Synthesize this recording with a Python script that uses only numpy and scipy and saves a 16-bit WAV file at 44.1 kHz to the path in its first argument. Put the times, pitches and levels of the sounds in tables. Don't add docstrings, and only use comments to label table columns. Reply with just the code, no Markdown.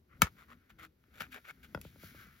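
import sys
import numpy as np
from scipy import signal
from scipy.fft import rfft, irfft
from scipy.io import wavfile

SR = 44100
rng = np.random.default_rng(int(sys.argv[2]) if len(sys.argv) > 2 else 0)


def wav_record(signal):
    frames = np.transpose(np.atleast_2d(signal))
    bounded = np.clip(frames, -1, 1)
    quanta = np.round(bounded * 32767).astype(np.int16)
    wavfile.write(sys.argv[1], SR, quanta)


N = 105840
TREBLE_HZ = 3020


def amp(db):
    return 10 ** (np.asarray(db) / 20)


def evened(x):
    return x / np.sqrt(np.mean(x ** 2) + 1e-20)


def read(points, hz):
    f, value = np.transpose(points)
    return np.interp(np.log(hz + 1), np.log(f + 1), value)


def seconds(count=N):
    return np.arange(count) / SR


def add(mix, s, sound):
    part = mix[round(s * SR):][:len(sound)]
    part += sound[:len(part)]


def bump(t, s, half_s):
    return np.exp(-((t - s) / half_s) ** 2)


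def colour(x, points, size=8192):
    hz = abs(np.fft.fftfreq(size, 1 / SR))
    log_gain = np.log(amp(read(points, hz)))
    response = np.exp(np.conj(signal.hilbert(log_gain)))
    taps = np.fft.ifft(response).real[:size // 2]
    return signal.fftconvolve(x, taps / np.linalg.norm(taps))[:N]


def split(x, hz):
    low = irfft(rfft(x) / (1 + (np.fft.rfftfreq(N, 1 / SR) / hz) ** 4), N)
    return low, x - low


def drift(hz):
    return evened(split(rng.standard_normal(N), hz)[0])


def ring(modes, wave=np.cos):
    t = seconds(count=16000)
    return sum(amp(db - 60 * t / t60) * wave(2 * np.pi * hz * t) for hz, db, t60 in modes)


LOW_CUT_HZ = 52


def strike(rows, body, lag_s):
    pushes, t = np.zeros(N), seconds(count=600)
    for s, db, soft_hz in rows:
        push = t * np.exp(-2 * np.pi * soft_hz * t)
        add(pushes, s, amp(db) * push / push.sum())
    hz = np.fft.rfftfreq(N, 1 / SR) + 1
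    delay = 2 * lag_s / (1 + (hz / 100) ** 2)
    lag = np.exp(-2j * np.pi * np.cumsum(delay) * SR / N)
    low_cut = 1 / np.sqrt(1 + (LOW_CUT_HZ / hz) ** 8)
    struck = signal.fftconvolve(pushes, body)[:N]
    return irfft(rfft(struck) * lag * low_cut, N)


# (frequency [Hz], lead [rad])
PORT_LEAD = [(230, 0), (900, 1.0), (2200, 1.35), (5200, .3), (9000, -3.6), (12500, -6.1), (16000, -6.3)]
# (frequency [Hz], level difference [dB])
PORT_LEAN = [(100, 2.5), (200, 4), (700, -1), (1500, 7.5), (2200, 1), (2900, 10), (4000, 7), (7000, 1.5),
             (15000, -2)]


def ports(x, width=1):
    hz = np.fft.rfftfreq(N, 1 / SR)
    phase = np.exp(.5j * width * read(PORT_LEAD, hz))
    half = (amp(read(PORT_LEAN, hz) / 2) ** width) * phase
    return irfft(rfft(x) * np.array([half, 1 / half]), N)


# (frequency [Hz], t60 [s])
ROOM_DECAY = [(100, .2), (400, .17), (1400, 0.091), (4000, 0.11), (14000, 0.057)]
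ROOM_DELAY_S = .003


def room(x, count=12000, size=10):
    taps = rng.choice([-1., 1.], (2, count)) * (rng.random((2, count)) < 1 / size)
    hz, t, z = signal.stft(taps, SR, nperseg=256)
    z[1, hz < 250] = z[0, hz < 250]
    fade = amp(-60 * t / read(ROOM_DECAY, hz)[:, None])
    tail = signal.istft(z * fade, SR, nperseg=256)[1]
    tail = np.pad(tail, ((0, 0), (round(ROOM_DELAY_S * SR), 0)))
    return signal.fftconvolve(x[None], tail / np.linalg.norm(tail[0]), axes=1)[:, :N]


SLIPS_PER_S, SLIP_SPREAD_DB = 6800, 0.5
FRICTION_WIDTH, FRICTION_SPREAD = 1, .6


def friction(spectrum):
    size = amp(SLIP_SPREAD_DB * rng.standard_normal((3, N)).clip(-2, 2))
    happens = rng.random((3, N)) < SLIPS_PER_S / SR
    slips = rng.standard_normal((3, N)) * size * happens
    near, left, right = [evened(colour(s, spectrum)) for s in slips]
    return evened(ports(near, FRICTION_WIDTH) + FRICTION_SPREAD * np.array([left, right]))


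# (frequency [Hz], relative level [dB])
HISS_SPECTRUM = [(180, -32), (378, -1), (643, -14.5), (5030, -27), (8700, -40.5), (14100, -23.5),
                 (15800, -46.5)]
HISS_DB = -79.5


def room_hiss():
    return amp(HISS_DB) * np.array([colour(n, HISS_SPECTRUM) for n in rng.standard_normal((2, N))])


# (time [s], level [dB])
RUMBLE_LEVELS = [(0, -65.5), (.07, -73), (.2, -56.5), (.45, -68.5), (.55, -64.5), (.65, -72), (.82, -63.5),
                 (.95, -74.5), (1.25, -60), (1.45, -71.5), (1.79, -56.5), (1.88, -64.5), (2.2, -59.5),
                 (2.4, -68.5)]
# (frequency [Hz], relative level [dB])
RUMBLE_SPECTRUM = [(20, -22.5), (70, 3), (115, -4), (230, -5.5), (340, -13.5), (520, -23.5), (2000, -43.5)]
# (time [s], level of the mids [dB], level of the treble [dB])
RUB_LEVELS = [(0, -105, -91.5), (.3, -81.5, -75), (.65, -75, -83.5), (.95, -93, -88.5),
              (1.198, -70.5, -76.5), (1.42, -76.5, -73), (1.58, -75.5, -77), (1.979, -76.5, -69.5),
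              (2.046, -62, -56), (2.13, -66.5, -65), (2.208, -57.5, -62), (2.299, -65.5, -71.5),
              (2.4, -71.5, -70)]
# (frequency [Hz], relative level [dB])
SKIN_SPECTRUM = [(470, -31), (980, -17), (1390, 1), (1800, -5), (2230, -3.5), (2600, -14), (7000, -23.5),
                 (8700, -35), (10900, -18.5), (15800, -23.5)]


def hands():
    t, (low, high) = seconds(), split(friction(SKIN_SPECTRUM), TREBLE_HZ)
    s, mids_db, treble_db = np.transpose(RUB_LEVELS)
    mids = amp(np.interp(t, s, mids_db)) * evened(low)
    treble = amp(np.interp(t, s, treble_db)) * evened(high)
    rumble = evened(ports(colour(rng.standard_normal(N), RUMBLE_SPECTRUM)))
    rumble_db = np.interp(t, *np.transpose(RUMBLE_LEVELS))
    return mids + treble + amp(rumble_db) * rumble


CHATTER_HZ, CHATTER_JITTER = 170, .4
CHATTER_DB, CHATTER_SPREAD_DB = 7, 1.5


def chatter():
    rate_hz = CHATTER_HZ * np.exp(CHATTER_JITTER * drift(CHATTER_HZ))
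    turns = np.cumsum(rate_hz) / SR
    strength_db = CHATTER_SPREAD_DB * rng.standard_normal(N)[turns.astype(int)]
    return evened(amp(strength_db - CHATTER_DB * (turns % 1)))


# (time of peak [s], rise [s], fall [s], level [dB], treble gain [dB], body gain [dB])
TOOL_STROKES = [(.135, .035, .04, -62, -27, -17), (0.226, 0.0093, 0.024, -43.5, 6.5, 10),
                (.266, .034, .02, -49, 1.5, -2), (.404, 0.033, 0.037, -57, 1, -1.5),
                (.518, 0.03, 0.024, -55.5, -1, 1), (.703, .008, .017, -60.5, 4, -4.5),
                (0.79, 0.0038, 0.032, -53.5, 0.5, -3), (.842, 0.024, 0.022, -54, 5, 1),
                (1.181, 0.039, .03, -59, 7, 6), (1.21, 0.0081, 0.015, -42, 7, 2.5),
                (1.235, 0.012, 0.025, -49.5, 0, 0.5), (1.332, 0.016, 0.018, -50, 5.5, -24),
                (1.344, 0.0024, 0.0047, -41.5, -0.5, -1), (1.362, 0.0099, 0.027, -49.5, 0.5, 8),
                (1.452, 0.0088, 0.017, -55.5, -0.5, -12), (1.497, .021, 0.016, -48, 2.5, 1),
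                (1.636, 0.0063, 0.027, -56.5, 8, -6), (1.843, .012, 0.056, -72.5, 21, 2)]
# (frequency [Hz], relative level [dB])
SCRAPE_SPECTRUM = [(240, -25), (400, -12), (570, -9), (800, -11.5), (1050, -14), (1300, -0.5), (1500, 2),
                   (1920, -6), (2240, 0.5), (2800, -10.5), (3500, -12), (4100, -18.5), (5800, -26.5),
                   (7200, -22.5), (8600, -34), (10900, -23.5), (14000, -25.5), (15800, -29.5)]
# (time [s], pitch factor [1])
SEAM_PITCH = [(.15, 0.94), (.26, 0.84), (.85, 0.96), (1.2, 1.02), (1.5, 1.044)]
BODY_HZ = 900
WANDER, WANDER_HZ = .03, 18


def scrapes():
    t, (low, high) = seconds(), split(friction(SCRAPE_SPECTRUM), TREBLE_HZ)
    speed = np.interp(t, *np.transpose(SEAM_PITCH)) + WANDER * drift(WANDER_HZ)
    place = np.cumsum(speed) % N
    shifted = np.array([np.interp(place, np.arange(N), side) for side in low])
    body, mids = split(shifted, BODY_HZ)
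    out = 0
    for s, rise_s, fall_s, db, treble_db, body_db in TOOL_STROKES:
        swell = bump(t, s, np.where(t < s, rise_s, fall_s))
        out = out + amp(db) * swell * (amp(body_db) * body + mids + amp(treble_db) * high)
    return out * chatter()


# (time [s], level [dB], decay to 1/e [s])
EDGE_CRACKS = [(.219, -16.5, 0.0029), (1.205, -57, 0.0093), (1.7475, -54, 0.0036), (1.8141, -45, 0.0028)]
# (frequency [Hz], relative level [dB])
CRACK_SPECTRUM = [(500, -31), (2000, 3), (4000, -5), (7000, 1), (9200, -4.5), (10800, 4), (12300, -2),
                  (13500, -0.5), (16000, -7)]
CRACK_ROOM_DB = -11


def cracks():
    x, t = np.zeros(N), seconds(count=3000)
    for s, db, decay_s in EDGE_CRACKS:
        add(x, s, amp(db) * np.exp(-t / decay_s) * rng.standard_normal(len(t)))
    x = colour(x, CRACK_SPECTRUM)
    return ports(x) + amp(CRACK_ROOM_DB) * room(x)


SNAP_BLOWS = [(.2198, -4, 4420), (.2220, -13, 4500), (.2229, -10, 3500), (.2610, -31, 1620),
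              (.2705, -25, 1300)]
# (time [s], level [dB], contact softness [Hz])
SEAM_CLICKS = [(0.503, -45.5, 3516), (.531, -47.5, 3500), (.703, -45, 2940), (.788, -48.5, 3000),
               (1.04, -55.5, 3037), (1.207, -29, 3500), (1.2093, -30, 4000), (1.22, -31, 3500),
               (1.2317, -49, 3020), (1.3437, -47, 3560), (1.3626, -40, 1690), (1.4529, -43.5, 4150),
               (1.4955, -47, 2960)]
# (frequency [Hz], level [dB], t60 [s])
CASE_MODES = [(560, -33, 0.0088), (930, -36, 0.043), (1250, -19.5, 0.015), (1324, -16.5, 0.026),
              (1440, -11, 0.023), (1610, -21.5, .03), (1860, -4, 0.0015), (1742, -20.5, 0.074),
              (2240, -24.5, .05), (2190, -15.5, 0.02), (2585, -29.5, 0.051), (3050, -24.5, .05),
              (3330, -25, 0.012), (3820, -29.5, 0.046), (5630, -31.5, 0.031)]
# (time [s], level [dB], contact softness [Hz])
CASE_JOLTS = [(.2205, 6.5, 193), (.712, -12, 42), (1.208, -21, 420)]
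# (frequency [Hz], level [dB], t60 [s])
SWAY_MODES = [(82.6, -26.5, 0.034), (168, -21.5, 0.042), (219, -30, .05)]
SWAY_LAG_S, CLIP_ROOM_DB = .014, -15


def clips():
    x = strike(SNAP_BLOWS + SEAM_CLICKS, ring(CASE_MODES), 0)
    thumps = strike(CASE_JOLTS, ring(SWAY_MODES), SWAY_LAG_S)
    return ports(x + thumps) + amp(CLIP_ROOM_DB) * room(x)


# (time of peak [s], half length [s], pitch at peak [Hz], level [dB])
HOLLOW_TONES = [(.535, 0.038, 243.8, -59), (.83, 0.059, 316.6, -64.5), (1.32, 0.055, 254.2, -60),
                (1.63, .09, 257, -65.5)]
SAG_HZ_PER_S, WAVER_HZ = 110, 11.6


def hollow():
    t, x = seconds(), 0
    for s, half_s, hz, db in HOLLOW_TONES:
        pitch = hz - SAG_HZ_PER_S * (t - s) + WAVER_HZ * drift(CHATTER_HZ)
        tone = np.sin(2 * np.pi * np.cumsum(pitch) / SR)
        x = x + amp(db) * bump(t, s, half_s) * tone
    return ports(x)


# (time [s], half length [s], pitch [Hz], level [dB])
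BLADE_SQUEAKS = [(1.4992, 0.0085, 2208, -46.5), (1.816, .0018, 2660, -53)]


def squeaks():
    t, x = seconds(), 0
    for s, half_s, hz, db in BLADE_SQUEAKS:
        x = x + amp(db) * bump(t, s, half_s) * np.sin(2 * np.pi * hz * (t - s))
    return ports(x)


# (time [s], level [dB], contact softness [Hz], grip as a pitch factor [1])
CASE_KNOCKS = [(1.748, -16, 1960, 1.007), (1.7749, -26.5, 1120, 0.98), (1.851, -22.5, 413, 0.98),
               (1.959, -33.5, 490, 0.99), (2.0347, -24, 437, 1.09), (2.147, -29, 372, 1),
               (2.268, -33.5, 300, 1.25)]
# (frequency [Hz], level [dB], t60 [s])
HELD_MODES = [(173.4, -27.5, 0.089), (302, -24.5, 0.024), (600, -14.5, .02), (974, -15.5, 0.013),
              (1455, -8.5, 0.017), (1950, -11, 0.0087), (2560, -17.5, 0.019), (3350, -14, 0.011),
              (4950, -9.5, 0.0099)]
KNOCK_WIDTH, KNOCK_LAG_S, KNOCK_ROOM_DB = 0.81, 0.017, -13


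def knocks():
    x = 0
    for s, db, soft_hz, grip in CASE_KNOCKS:
        modes = [(hz * grip, mode_db, t60 / grip ** 2) for hz, mode_db, t60 in HELD_MODES]
        x = x + strike([(s, db, soft_hz)], ring(modes, np.sin), KNOCK_LAG_S)
    return ports(x, KNOCK_WIDTH) + amp(KNOCK_ROOM_DB) * room(x)


def scene():
    tool = scrapes() + cracks() + clips() + squeaks()
    return room_hiss() + hands() + tool + hollow() + knocks()


EDGE_HZ = 16100


def record(dry):
    taps = signal.firwin(255, EDGE_HZ, window=("kaiser", 9), fs=SR)
    return signal.oaconvolve(dry, taps[None], "same")


dry = scene()
out = record(dry)
wav_record(out)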